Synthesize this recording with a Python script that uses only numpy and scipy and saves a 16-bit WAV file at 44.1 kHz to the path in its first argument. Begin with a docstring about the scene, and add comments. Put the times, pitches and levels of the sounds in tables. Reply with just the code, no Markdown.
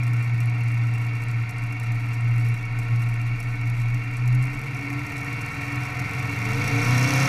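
"""Behind the driver of a pulling tractor, in a closed camera case: an eight-cylinder engine idles,
creeps up in speed, then opens up under load. Sines locked to the engine cycle make hum, drone and swells;
pulsed noise through the ringing case makes the roar. The crank shakes the mount as a low rumble.
Loose parts rattle as noise knocks in step with the firings, and single ticks crack over them."""
import sys
import numpy as np
from scipy import signal
from scipy.fft import rfft, irfft
from scipy.io import wavfile
from scipy.ndimage import uniform_filter1d, map_coordinates

SR = 44100
rng = np.random.default_rng(int(sys.argv[2]) if len(sys.argv) > 2 else 0)


def unload_audio(sound):
    """Save the sound as a 16-bit wav file, at the path given as the first command line argument."""
    columns = np.transpose(np.atleast_2d(sound))
    # keep every value between -1 and 1, then stretch to whole-number steps
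    steps = np.round(np.clip(columns, -1, 1) * 32767)
    wavfile.write(sys.argv[1], SR, steps.astype(np.int16))


N = 321048  # length in samples


def undb(db):
    """Decibels to gain."""
    return 10 ** (np.asarray(db) / 20)


def curves(table):
    """The columns of a table after t/s, joined by straight lines in time."""
    s, *columns = np.transpose(table)
    return [np.interp(np.arange(N) / SR, s, c) for c in columns]


def unit(x):
    """Scale to rms 1."""
    return x / np.sqrt(np.mean(x ** 2))


def steady(x, span_s):
    """Ride the level to a running rms near 1, averaging the power twice over the span."""
    size = max(int(span_s * SR), 2)
    power = uniform_filter1d(uniform_filter1d(x ** 2, size), size)
    return x / np.sqrt(power + 1e-18)


def walk(rate):
    """Smooth random drift of rms 1, with a new random point rate times a second."""
    knots = rng.standard_normal(2048)
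    return unit(map_coordinates(knots, [np.arange(N) / SR * rate], order=3, mode="wrap"))


def band(x, lo_hz, hi_hz, order=4):
    """Band-pass."""
    return signal.sosfilt(signal.butter(order, [lo_hz, min(hi_hz, SR / 2 - 1)], "band", fs=SR, output="sos"), x)


def ring(x, hz, width_hz):
    """One resonance, gain 1 at its centre."""
    return signal.lfilter(*signal.iirpeak(hz, hz / width_hz, fs=SR), x)


# sound through the dull case wall: f/Hz, level/dB
WALL = [(200, -2), (350, -12), (580, -15.5), (850, -15), (1250, -15), (1650, -17), (2000, -16), (2500, -5),
        (3000, -14), (5000, -27), (7000, -27.5), (10000, -38.5), (13500, -36.5), (15000, -41)]
# ringing resonances of the case, lowest first: f/Hz, width f/Hz, lift over the wall level/dB
CASE = [(286.6, 19, 21), (461, 56, 12.5), (728, 69, 11.5), (953, 107, 8), (1099.4, 14.2, 15),
        (1349, 181, 13), (1505, 18, 13), (1851, 220, 11), (2093, 11, 16), (2223, 121, 16.5),
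        (2384, 41.5, 10.5), (2738, 54, 14.5), (3952, 110, 8), (5540, 430, 8.5), (7940, 760, 8),
        (9163, 200, 8.5), (10990, 2400, 14), (14700, 950, 16.5)]


def case(x, size=16384):
    """Minimum-phase response of the camera case: a dull wall with ringing resonances."""
    hz = np.maximum(np.arange(size // 2 + 1) * SR / size, 1)
    wall_hz, wall_db = np.transpose(WALL)
    db = np.interp(np.log(hz), np.log(wall_hz), wall_db)
    db = db + sum(lift / (1 + (2 * (hz - f) / width) ** 2) for f, width, lift in CASE)
    # folding the cepstrum forward makes every resonance ring after its blow, never before
    cepstrum = irfft(np.log(undb(db)))
    cepstrum[1:size // 2] *= 2
    cepstrum[size // 2 + 1:] = 0
    response = irfft(np.exp(rfft(cepstrum)))
    return signal.fftconvolve(x, response)[:N]


# strength of each cylinder in firing order, before a layer softens it: level/dB
CYLINDERS = [1.5, 0, -3.5, 0, -2, -2, -3, -4]


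def per_firing(cycle, scatter_db, count=2048):
    """Gain of the current firing: its cylinder's strength and some chance."""
    firing = (len(CYLINDERS) * cycle).astype(int)
    chance_db = scatter_db * rng.standard_normal(count)[firing]
    return undb(np.array(CYLINDERS)[firing % len(CYLINDERS)] + chance_db)


def puffs(cycle, length):
    """An envelope that jumps at each firing and decays; length is its time constant in firing gaps."""
    return np.exp(-(cycle * len(CYLINDERS) % 1) / length)


def line(cycle, multiple, waver):
    """A sine locked to a multiple of the engine cycle, wavering in size and phase."""
    angle = 2 * np.pi * (multiple * cycle + rng.random())
    in_step = (1 + waver * walk(12)) * np.sin(angle)
    aside = waver * walk(10) * np.cos(angle)
    return np.sqrt(2) * (in_step + aside)


IDLE_HZ, FULL_HZ = 117.2, 264.3  # firing rates that count as throttle closed and wide open


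def load(fire_hz):
    """Throttle from 0 to 1, taken from the firing rate because the engine speeds up as it opens."""
    return np.clip((fire_hz - IDLE_HZ) / (FULL_HZ - IDLE_HZ), 0, 1)


def grows(throttle, idle_db, rise_db, bend):
    """Gain of a layer that gets louder as the throttle opens; a bend above 1 makes the rise come late."""
    return undb(idle_db + rise_db * throttle ** bend)


# idle hum at the firing rate: t/s, level/dB
TONE = [(0.0, -22), (0.49, -22.5), (1.37, -24.5), (1.41, -23), (1.56, -28), (1.64, -23), (1.71, -25.5),
        (2.54, -21), (2.59, -31), (2.64, -28), (2.81, -24.5), (2.86, -29.5), (2.93, -19), (3.06, -25.5),
        (4.2, -24), (4.37, -16), (4.43, -18), (4.52, -35.5)]
TONE_WAVER_DB, TONE_WAVER_HZ = 0.63, 7.6  # rms of the random swell, random points a second
# above this firing rate the hum has left the case's low resonance; the fade spreads a few Hz around it
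TONE_ENDS_HZ, TONE_FADE_HZ = 140.7, 1.4


def hum(cycle, fire_hz):
    """The clean firing tone, which dies away once the engine leaves idle."""
    fade = .5 - .5 * np.tanh((fire_hz - TONE_ENDS_HZ) / TONE_FADE_HZ)
    level_db = curves(TONE)[0] + TONE_WAVER_DB * walk(TONE_WAVER_HZ)
    return line(cycle, len(CYLINDERS), waver=0.15) * undb(level_db) * fade


# firing rate and its octave, clean as the load grows: idle level/dB, rise to full throttle level/dB, bend
FIRING = (-52, 14.7, 0.65)
OCTAVE = (-67.5, 25.6, 4.1)
# boom in the low resonances: idle level/dB, rise to full throttle level/dB, bend
BOOM = (-38.5, 18.2, 0.69)
# low lines that unequal cylinders leave: multiple of the engine cycle, relative level/dB
ORDERS = [(3, -6), (4, 1.5), (5, 0), (6, -4), (7, -4.5), (9, -9.5), (10, -28), (11, -9), (12, -4), (14, 0)]
# low resonances of the case: f/Hz, width f/Hz, relative level/dB
CAVITY = [(84, 5.5, -22), (123.2, 8.7, 19.5), (163, 28, -3)]
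BOOM_EVEN_S = 1  # averaging span; shorter swells stay as a beat crosses a resonance


def drone(cycle, throttle):
    """Firing line and octave grow with load; slower beats of unequal cylinders boom in the case."""
    tone = line(cycle, len(CYLINDERS), waver=0.28) * grows(throttle, *FIRING)
    octave = line(cycle, 2 * len(CYLINDERS), waver=0.26) * grows(throttle, *OCTAVE)
    uneven = sum(undb(db) * line(cycle, k, waver=.22) for k, db in ORDERS)
    uneven = uneven + undb(-1) * unit(band(rng.standard_normal(N), 80, 200))
    resonant = sum(undb(db) * ring(uneven, hz, width) for hz, width, db in CAVITY)
    boom = band(resonant, 76.6, 167.7, order=3)
    return tone + octave + steady(boom, BOOM_EVEN_S) * grows(throttle, *BOOM)


# exhaust lines that stand out under load: multiple of the engine cycle, relative level/dB
OVERTONES = [(10, -18), (14, -19), (15, -19), (16, -15), (21, -18), (24, -16), (26, -18), (32, -12),
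             (34, -15), (43, -15), (46, -18)]
# turbulence against the repeating blasts at idle, and its fall to full throttle
TURBULENCE_DB, TURBULENCE_FALL_DB = -1.5, 6.5


def blasts(cycle, throttle):
    """Gas from the open stacks: a pattern repeating each engine cycle, turbulence and growing lines."""
    size = 1024  # pattern points per firing
    one_cycle = irfft(np.exp(2j * np.pi * rng.random(size // 2)), len(CYLINDERS) * size)
    pattern = np.interp(cycle % 1, np.arange(len(one_cycle)) / len(one_cycle), one_cycle)
    pattern = steady(band(unit(pattern), 118, 5400, order=2), .2)
    gas = unit(band(rng.standard_normal(N), 150, 3200, order=2))
    flow = steady(pattern + gas * undb(TURBULENCE_DB - TURBULENCE_FALL_DB * throttle), .5)
    # cylinder differences soften as the throttle opens
    strength = per_firing(cycle, scatter_db=1.2) ** (.75 - .3 * throttle)
    pulsed = unit(flow * (1.3 + puffs(cycle, .55)) * strength)
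    lines = sum(undb(db) * line(cycle, k, waver=.4) for k, db in OVERTONES)
    # the long pipes even out the low notes; the upper ones keep the beat of the cylinders
    evened = unit(flow + 1.8 * pulsed)
    return evened + lines * undb(4.1 * throttle - 13.5), pulsed


# low growl, midrange bark and bright rasp: idle level/dB, rise to full throttle level/dB, bend
GROWL = (-45, 13.43, 0.74)
BARK = (-37.5, 11.7, 0.87)
RASP = (-54, 17.2, 1.1)


def roar(cycle, throttle):
    """The exhaust heard through the case: growl, bark, ringing wall and rasp."""
    low, high = (case(x) for x in blasts(cycle, throttle))
    growl = steady(band(low, 157, 511), 0.51) * grows(throttle, *GROWL)
    # at idle the wall's main resonance throbs with the engine cycle and the crank
    throb = .35 * np.cos(2 * np.pi * cycle) + .3 * np.cos(4 * np.pi * cycle + 1)
    throb = throb + .3 * np.cos(8 * np.pi * cycle)
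    high = high + throb * 0.56 * (1 - throttle) ** 5 * ring(high, 2480, 320)
    # the open throttle fills in the middle below the ringing of the wall
    middle = band(low, 548, 1876, order=6) * undb(3.2 * throttle + 1.17)
    bark = middle + band(high, 1708, 2784, order=6)
    strength = per_firing(cycle, scatter_db=2.5) ** 0.34
    hiss = case(rng.standard_normal(N) * (9.2 + puffs(cycle, 1.0)) * strength)
    # many small, close resonances give the hiss a hollow grain
    age = np.arange(SR // 25) / SR
    grain = rng.standard_normal(len(age)) * np.exp(-age / .008) + 12 * (age == 0)
    hiss = signal.fftconvolve(hiss, grain)[:N]
    hiss = hiss + 0.61 * ring(hiss, 4620, 160)
    bright = band(hiss, 3163, 6670, order=5) + undb(-10) * band(hiss, 7340, 13700)
    rasp = steady(bright, 0.75) * grows(throttle, *RASP)
    return growl + steady(bark, 0.42) * grows(throttle, *BARK) + rasp


# shaking of the mount: t/s, level/dB
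SHAKE = [(0.0, -50), (2.57, -40), (4.56, -37.5), (4.64, -48.5), (5.8, -48), (6.28, -50), (6.73, -36),
         (7.28, -47)]


def shake(cycle):
    """Crank turns and whole engine cycles rock the springy mount."""
    push = line(cycle, 2, waver=.2) + undb(-3) * line(cycle, 1, waver=.2)
    push = push + undb(-9) * unit(band(rng.standard_normal(N), 24, 38))
    rocking = band(ring(push, 28.6, 9.6), 8.7, 42, order=2)
    return steady(rocking, 0.36) * undb(curves(SHAKE)[0])


# bright buzz and hard ringing chatter: idle level/dB, rise to full throttle level/dB, bend
BUZZ = (-59, 17.06, 0.99)
CHATTER = (-71.5, 33.9, 1.0)
CLUSTER_DB, CLUSTER_HZ = 4.5, 29.9  # buzz clusters at idle: swing either way, random points a second
KNOCK_LENGTH, KNOCK_FLOOR = 0.56, 0.033  # time constant in firing gaps; steady gain under the knocks


def rattle(cycle, throttle):
    """Loose parts knock unevenly with the firings at idle; at speed more evenly, ringing hard."""
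    scatter_db = 6 - 3 * throttle
    envelope = (puffs(cycle, KNOCK_LENGTH) + KNOCK_FLOOR) * per_firing(cycle, scatter_db)
    knocks = envelope * rng.standard_normal(N)
    clusters = undb(CLUSTER_DB * (1 - throttle) ** 4 * np.tanh(2 * walk(CLUSTER_HZ)))
    buzz = steady(band(case(knocks), 5670, 14300, order=3), 0.13) * clusters
    chatter = steady(ring(ring(knocks, 5600, 680), 6630, 2100), 0.36)
    return buzz * grows(throttle, *BUZZ) + chatter * grows(throttle, *CHATTER)


# loudest ticks of the loose parts: t/s, peak level/dB
TICKS = [(0.079, -39), (0.2478, -42), (0.4577, -35), (0.6355, -40), (1.1558, -42), (1.285, -38),
         (1.5085, -35), (1.5834, -34.5), (1.6691, -47), (1.7988, -32), (1.8318, -39), (2.0887, -39),
         (2.208, -39), (2.3615, -42), (2.4867, -34), (2.725, -46), (3.0894, -38), (3.1411, -41),
         (3.6125, -43), (3.699, -36), (4.169, -35), (4.2578, -42), (4.3465, -40), (4.426, -33.5),
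         (4.5486, -37), (4.6153, -39), (5.1672, -35), (5.246, -34)]


def ticks(count=882):
    """The hardest knocks of loose parts: a sharp crack with its own bright pitch, then a short buzz."""
    age = np.arange(count) / SR
    shape = np.exp(-age / .0012) + .3 * np.exp(-age / .005)
    out = np.zeros(N + count)
    for s, db in TICKS:
        burst = rng.standard_normal(count) * shape
        burst = burst + 1.8 * ring(burst, rng.uniform(8500, 14500), 3000)
        tick = band(case(burst)[:count], 4900, 12000, order=4)
        start = int(s * SR)
        out[start:start + count] += undb(db) * tick / np.abs(tick).max()
    return out[:N]


# exhaust lines that sweep through the lowest resonances: multiple of the engine cycle, relative level/dB
SWEEPING = [(10, -7), (16, -3), (18, -3), (24, -11)]
SWELL_DB = -37.5  # gain of all the lines together


def swells(cycle, count=2):
    """Exhaust lines rise with the engine and flare up in the case's lowest resonances."""
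    lines = sum(undb(db) * line(cycle, k, waver=0.32) for k, db in SWEEPING)
    flares = sum(ring(ring(lines, hz, width), hz, width) for hz, width, _ in CASE[:count])
    return flares * undb(SWELL_DB)


# engine speed: t/s, firing rate f/Hz
SPEED = [(0.0, 120.5), (0.2, 118.6), (1.2, 117.1), (2.0, 116.9), (2.2, 118), (2.7, 117), (4.0, 118.6),
         (4.2, 120.9), (4.4, 124.7), (4.7, 137.8), (5.2, 152.6), (5.8, 167.6), (6.28, 174.7), (6.4, 185.4),
         (6.6, 214.4), (6.9, 245.3), (7.28, 271.1)]


def scene():
    """Engine layers turn with the crank, one firing per cylinder each cycle; single ticks lie on top."""
    fire_hz, = curves(SPEED)
    cycle = np.cumsum(fire_hz) / SR / len(CYLINDERS)
    throttle = load(fire_hz)
    exhaust = hum(cycle, fire_hz) + drone(cycle, throttle) + roar(cycle, throttle) + swells(cycle)
    return (exhaust + shake(cycle) + rattle(cycle, throttle) + ticks())[None]


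TOP_HZ = 15400


def record(dry):
    """The camera cuts the top with a steep low-pass."""
    return signal.sosfilt(signal.ellip(10, .2, 80, TOP_HZ, fs=SR, output="sos"), dry)


dry = scene()
out = record(dry)
unload_audio(out)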